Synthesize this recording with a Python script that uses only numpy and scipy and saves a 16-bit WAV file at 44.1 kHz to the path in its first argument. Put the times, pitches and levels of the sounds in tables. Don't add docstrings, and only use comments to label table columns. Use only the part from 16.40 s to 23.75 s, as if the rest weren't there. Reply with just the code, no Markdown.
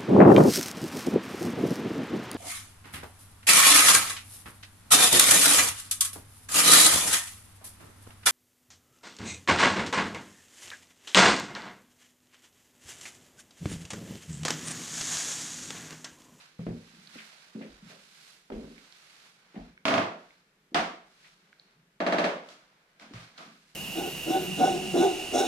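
import sys
import numpy as np
from scipy import signal
from scipy.fft import rfft, irfft, next_fast_len
from scipy.io import wavfile
from scipy.ndimage import uniform_filter1d

SR = 44100
rng = np.random.default_rng(int(sys.argv[2]) if len(sys.argv) > 2 else 0)


def bounce(signal):
    frames = np.transpose(np.atleast_2d(signal))
    limited = np.clip(frames, -1, 1)
    pcm = np.round(limited * 32767).astype(np.int16)
    wavfile.write(sys.argv[1], SR, pcm)


N = 324119
SIZE = 3 * 2 ** 13
T = np.arange(SIZE) / SR
HZ = np.maximum(np.arange(SIZE // 2 + 1) * SR / SIZE, 1.)
SIDES = np.array([[1.], [-1.]])


def undb(db):
    return 10 ** (np.asarray(db) / 20)


def curve(table, hz):
    return np.interp(np.log(hz), np.log(np.array(table)[:, 0]), np.array(table)[:, 1])


def peak(hz, width_hz):
    return 1 / np.sqrt(1 + ((HZ - hz ** 2 / HZ) / width_hz) ** 2)


def causal(gain):
    cepstrum = irfft(np.log(gain + 1e-9))
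    cepstrum[1:SIZE // 2] *= 2
    cepstrum[SIZE // 2 + 1:] = 0
    return np.exp(rfft(cepstrum))


def fade(t60_s):
    return np.exp(-np.log(1000) * T / t60_s)


def flicker(rate_hz):
    hold = int(SR / rate_hz)
    return uniform_filter1d(np.repeat(rng.standard_normal(N // hold + 1), hold), hold)[:N]


# freq_hz, side_minus_mid_db
WIDTH = [(60, -24), (250, -24), (500, -11), (900, 0), (14000, 0)]
def port_noise(size):
    mid, side = rfft(rng.standard_normal((2, size)))
    hz = np.maximum(np.arange(len(mid)) * SR / size, 1.)
    share = undb(curve(WIDTH, hz))
    return (mid + SIDES * share * side) / np.sqrt(1 + share ** 2)


# time_s, left_minus_right_db
BODY_PAN = [(0, -4.5), (2.3, -5), (3.3, -2.5), (4.5, -1), (7.4, -1.5)]
def pan(time_s):
    return undb(SIDES * np.interp(time_s, *np.transpose(BODY_PAN)) / 2)


# time_s, lag_ms
PORT_LAG = [(0, .23), (3.3, .23), (3.5, .1), (4.5, .1), (5, -.04), (7.4, -.04)]
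def place(track, start_s, spectrum, level_db, rise_s, rms_span_s=0):
    lag_s = np.interp(start_s, *np.transpose(PORT_LAG)) / 1000
    hit = irfft(spectrum * np.exp(-1j * np.pi * HZ * (SIDES * lag_s + .0005)))
    hit *= 1 - np.exp(-(T / rise_s) ** 2)
    hit *= np.clip((T[-1] - T) / .2, 0, 1)
    size = np.std(hit[:, T < rms_span_s]) if rms_span_s else np.abs(hit.mean(0)).max()
    start = int(start_s * SR)
    track[:, start:start + SIZE] += (hit * undb(level_db) / size)[:, :N - start]


def stairwell(t60_s, wet_db, build_s):
    out = irfft(port_noise(SIZE)) * fade(t60_s) * (1 - np.exp(-T / build_s)) * undb(wet_db)
    out[:, 0] += 1
    return rfft(out)


# freq_hz, t60_s
BEDROOM_DECAY = [(60, 0.063), (250, 0.65), (1000, 0.55), (3000, 0.55), (7000, 0.52), (13000, 0.42)]
def bedroom(decay_scale, wet_db, build_s, crack_db, crack_s, direct_db, direct_delay_s):
    noise, tail = port_noise(SIZE), 0
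    for hz in 50 * 2. ** np.arange(9):
        band = np.cos(np.pi / 2 * np.clip(np.log2(HZ / hz), -1, 1)) ** 2
        tail = tail + irfft(noise * band) * fade(decay_scale * curve(BEDROOM_DECAY, hz))
    burst = undb(crack_db) * np.exp(-T / crack_s) * irfft(noise * peak(3940, 4600))
    out = (tail * (1 - np.exp(-T / build_s)) + burst) * undb(wet_db)
    out[:, int(direct_delay_s * SR)] += undb(direct_db)
    return rfft(out)


def noise_bed(eq, flicker_db, tilt_db=0.):
    size = next_fast_len(N)
    hz = np.maximum(np.arange(size // 2 + 1) * SR / size, 1.)
    noise = port_noise(size) * undb(curve(eq, hz))
    noise /= np.std(irfft(noise[0], size))
    out = 0
    for octave in np.arange(-7.5, 3.5, 1.5):
        band = np.cos(np.pi / 2 * np.clip((np.log2(hz / 4000) - octave) / 1.5, -1, 1)) ** 2
        out = out + irfft(noise * band, size)[:, :N] * undb(flicker_db * flicker(8.6) + octave * tilt_db)
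    return out


# freq_hz, level_db
HUSH_EQ = [(15, -24.5), (35, -5), (90, -24), (160, 2), (275, -9), (378, -6.5), (468, -8.5), (579, -13),
           (1510, -11), (1680, -9.5), (14500, -30.5)]
def hush():
    return undb(-68.5) * noise_bed(HUSH_EQ, flicker_db=0.33)


# freq_hz, level_db
CLOTH_EQ = [(290, -44.5), (500, -10), (1070, -5), (1570, 0), (1800, -4), (2230, -1.5), (3210, -4),
            (4140, -2.5), (11900, -19), (14500, -35.5)]
# start_s, peak_s, level_db, swell_db, tilt_db_per_octave
CLOTH_RUBS = [(-0.1, 0.0, -53, 3, -0.5), (0.208, 0.723, -56.5, 5, 0), (0.744, 0.867, -53, 1, 0),
              (0.917, 1.082, -58.5, -2, -1), (1.153, 1.354, -59, 2, -1.5), (1.44, 1.512, -52, 8, -0.5),
              (1.61, 1.902, -53.5, 6.5, 1.5), (2.14, 2.864, -56.5, 3.5, 0), (2.985, 3.243, -61.5, 8, -3),
              (3.8, 3.94, -65.5, 0.5, -2), (4.667, 4.879, -59, 9, -.5), (5.014, 5.315, -71, 0.5, -3),
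              (6.05, 6.107, -59, 3.5, -1.5), (6.19, 6.545, -76.5, -7.5, -5), (6.592, 6.614, -55.5, 18, -5),
              (6.748, 6.815, -52.5, 4.5, -2), (6.985, 7.054, -56, 2.5, -2.5), (7.128, 7.34, -65, 0.5, 1.5)]
def rustle():
    attack_db_per_s, release_db_per_s = 247, 86
    t, power, weighted_tilt = np.arange(N) / SR, 1e-14, 0
    for start_s, peak_s, level_db, swell_db, tilt_db in CLOTH_RUBS:
        envelope_db = np.interp(t, [start_s - 1, start_s, peak_s, peak_s + 1],
                                [-swell_db - attack_db_per_s, -swell_db, 0, -release_db_per_s])
        rub_power = undb(level_db + envelope_db) ** 2
        power += rub_power
        weighted_tilt += tilt_db * rub_power
    hiss = noise_bed(CLOTH_EQ, flicker_db=0.32, tilt_db=weighted_tilt / power)
    grain = undb(1.2 * flicker(200))
    return hiss * np.sqrt(power) * grain * pan(t)


# pitch_hz, width_hz
TICK_RESONANCES = [(1540, 260), (2200, 350), (3250, 400), (4200, 650), (5400, 1100)]
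# start_s, level_db, pitch_hz, spread_hz
TICK_CUES = [(0.6725, -36.5, 4080, 1500), (2.123, -45, 2600, 1500), (2.379, -46.5, 2170, 1000),
             (2.524, -40, 4050, 3000), (3.376, -47.5, 1904, 1102), (3.906, -51, 2500, 800),
             (5.128, -44.5, 1700, 1200), (5.1969, -41, 4280, 700), (6.597, -46, 2000, 1200),
             (6.978, -35.5, 4170, 1990)]
def ticks():
    out = np.zeros((2, N))
    space = bedroom(decay_scale=0.78, wet_db=-38, build_s=0.015, crack_db=4.8, crack_s=0.0022,
                    direct_db=0, direct_delay_s=0)
    for start_s, level_db, pitch_hz, spread_hz in TICK_CUES:
        ring = sum(causal(peak(hz, width_hz) ** 2) / (1 + (2 * (hz - pitch_hz) / spread_hz) ** 2)
                   for hz, width_hz in TICK_RESONANCES)
        place(out, start_s, space * ring * pan(start_s) ** 1.6, level_db, rise_s=.0007)
    return out


# start_s, level_db
SCUFF_CUES = [(0.193, -53.5), (0.263, -50.5), (0.753, -47.5), (0.778, -40.5), (1.212, -45.5), (1.499, -51),
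              (2.12, -49.5), (3.151, -48.5), (4.84, -49), (6.613, -56), (6.749, -47)]
def scuffs():
    out, scrape = np.zeros((2, N)), causal(peak(2100, 1400) ** 2)
    for start_s, level_db in SCUFF_CUES:
        space = stairwell(t60_s=0.26, wet_db=-21, build_s=0.00089)
        place(out, start_s, space * scrape, level_db, rise_s=.004)
    return out


# start_s, level_db
THUMP_CUES = [(0.256, -45), (1.27, -55.5), (2.104, -40.5), (3.162, -46.5), (4.345, -53), (6.712, -55.5)]
def thumps():
    out, sub = np.zeros((2, N)), causal(peak(46, 40) ** 3)
    for start_s, level_db in THUMP_CUES:
        space = stairwell(t60_s=0.4, wet_db=-10.5, build_s=0.0021)
        place(out, start_s, space * sub, level_db, rise_s=.025)
    return out


# pitch_hz, t60_s, level_db
TIMBER_MODES = [(120.4, 0.34, 3.5), (168.1, 0.49, 2), (218.3, 0.39, -3), (269, 0.042, 4.5),
                (297.1, 0.24, -9), (398.4, 0.41, -4.5), (490.5, 0.08, 6), (560.6, 0.05, -6),
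                (598, 0.16, -2), (668, 0.15, 1.5), (705.6, 0.26, -0.5), (1057, 0.08, 5), (1307, 0.13, 2.5),
                (1370, 0.11, 6.5), (1610, 0.3, -20.5)]
def timber(drive, scatter_db):
    ring, unit_delay = 0, np.exp(-2j * np.pi * HZ / SR)
    for hz, t60_s, level_db in TIMBER_MODES:
        scatter, detune = rng.standard_normal(2)
        pole = np.exp(2j * np.pi * hz * (1 + .01 * detune) / SR - np.log(1000) / (t60_s * SR))
        gain = undb(level_db + scatter_db * scatter) * np.interp(hz, HZ, drive) * np.sign(detune)
        ring = ring + gain / (1 - pole * unit_delay)
    return ring / np.sqrt(SR)


# start_s, level_db, pitch_hz, hardness_db, t60_s
FOOTFALL_CUES = [(0.191, -31, 158, 4.5, 0.19), (0.265, -24.5, 215, 8, 0.39),
                 (0.269, -34.5, 107.5, -25, 0.33), (0.534, -50.5, 194, -8, 0.87),
                 (0.755, -42, 240, 8.5, 0.09), (1.148, -30.5, 232, 0, 0.43), (1.21, -37.5, 220, 15, 0.35),
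                 (1.421, -44.5, 183, -28, 0.68), (1.5, -51, 535, -15, 0.34), (2.101, -33.5, 328, 16, 0.31),
                 (2.119, -29.5, 242, 10.5, 0.62), (2.241, -38.5, 210, 11, 0.069),
                 (3.144, -46, 258.4, 17.5, 0.35), (3.152, -45, 696, -7, 0.34),
                 (3.162, -31.5, 210, -5.5, 0.43), (4.317, -41.5, 297, -13, 0.44),
                 (5.361, -59.5, 162, -27, 0.6), (6.613, -49.5, 236, -16, 1), (6.709, -41, 300, -11, 0.28),
                 (6.742, -39, 117, -36, 0.27), (7.061, -49, 220, -34.5, 0.33)]
def footfalls():
    out, upper_modes = np.zeros((2, N)), peak(445, 240) ** 2
    heel_eq, wood_eq = causal(peak(440, 590) ** 2.04), undb(5) * causal(peak(280, 170))
    for start_s, level_db, pitch_hz, hardness_db, t60_s in FOOTFALL_CUES:
        push = peak(pitch_hz, 0.5 * pitch_hz) ** 2.18 + undb(hardness_db - 18) * upper_modes
        thud = stairwell(t60_s, wet_db=-15.5, build_s=0.014) * causal(push)
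        place(out, start_s, thud + wood_eq * timber(push, scatter_db=0.67), level_db, rise_s=.0018)
        heel = stairwell(t60_s=0.023, wet_db=-8.5, build_s=0.00087) * heel_eq
        place(out, start_s, heel, level_db + hardness_db - 15, rise_s=.0006)
    return out


# freq_hz, level_db
CRACK_EQ = [(35, -67), (60, -43.5), (119, -23.5), (173, -1), (273, -2.5), (336, -6.5), (596, -13),
            (965, -10.5), (1710, -12), (1970, -13.5), (3300, -17.5), (5790, -25.5), (7200, -32),
            (11800, -43.5), (14500, -64.5)]
# from_s, bass_db, joist_db, ring_db, ring_hz, width_hz, cavity_db, upper_hz,
# upper_db, knock_db, click_db, crack_db, crack_s
LOOSE_BOARDS = [(3.4, -11.5, -2.5, -12.5, 660, 109, 12.5, 1105, 2.5, 13, -2.5, 8.5, 0.004),
                (4.3, -11, -22, -13, 692, 149, 9.5, 1160, 3, 4.5, -15.5, 9.5, 0.0028),
                (5.5, -9, -47, -14, 613, 220, 12, 1737, 2, 9.5, -18, 4.5, 0.0076),
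                (6.0, 0, -42, -32, 663, 150, 11, 1238, 12, -15, -14, 8, 0.0028)]
# start_s, level_db, treble_db
SLIP_CUES = [(3.453, -26, -2.5), (3.481, -26, -4), (3.508, -26, -22), (3.539, -25.5, -8),
             (3.579, -26.5, -12.5), (4.345, -23, -3.5), (5.602, -28, -17), (5.664, -25.5, -13),
             (5.723, -25, -12.5), (5.783, -25, -9.5), (5.841, -26.5, -8), (6.087, -52, 20),
             (6.596, -58, 24), (6.736, -50, 12), (6.981, -47, 9)]
def board_slips():
    out, crack_eq, previous_s = np.zeros((2, N)), undb(curve(CRACK_EQ, HZ)), 0
    treble, bass = 1 / (1 + (2500 / HZ) ** 2), 1 / (1 + (HZ / 400) ** 4)
    joist_boom = peak(106, 18) ** 2
    for start_s, level_db, treble_db in SLIP_CUES:
        board = [row for row in LOOSE_BOARDS if row[0] < start_s][-1]
        (_, bass_db, joist_db, ring_db, ring_hz, width_hz, cavity_db, upper_hz, upper_db,
         knock_db, click_db, crack_db, crack_s) = board
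        if start_s - previous_s > .1:
            hollow = peak(ring_hz, width_hz)
            drive = hollow ** 2.13 + undb(2.5) * peak(upper_hz, width_hz) ** 2
            wood = undb(ring_db + 13) * timber(drive, scatter_db=1.5)
            knock = undb(knock_db) * timber(peak(290.6, 90) ** 2, scatter_db=0.73)
            cavity = stairwell(t60_s=0.46, wet_db=-18, build_s=0.004) * causal(hollow ** 2)
            space = bedroom(decay_scale=0.83, wet_db=-17.5, build_s=0.01, crack_db=crack_db,
                            crack_s=crack_s, direct_db=click_db, direct_delay_s=0.0014)
            response = space + undb(cavity_db) * cavity + wood + knock
        previous_s = start_s
        tone_db = treble_db * treble + bass_db * bass + upper_db * peak(upper_hz, 250) ** 2
        colour = crack_eq * undb(tone_db) + undb(joist_db) * joist_boom
        balance = pan(start_s) ** (1 - bass)
        place(out, start_s, response * causal(colour) * balance, level_db, rise_s=.00061, rms_span_s=.05)
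    return out


def scene():
    return footfalls() + scuffs() + thumps() + board_slips() + ticks() + rustle() + hush()


def record(dry):
    return signal.sosfilt(signal.ellip(10, .2, 75, 14600, fs=SR, output="sos"), dry)


dry = scene()
out = record(dry)
bounce(out)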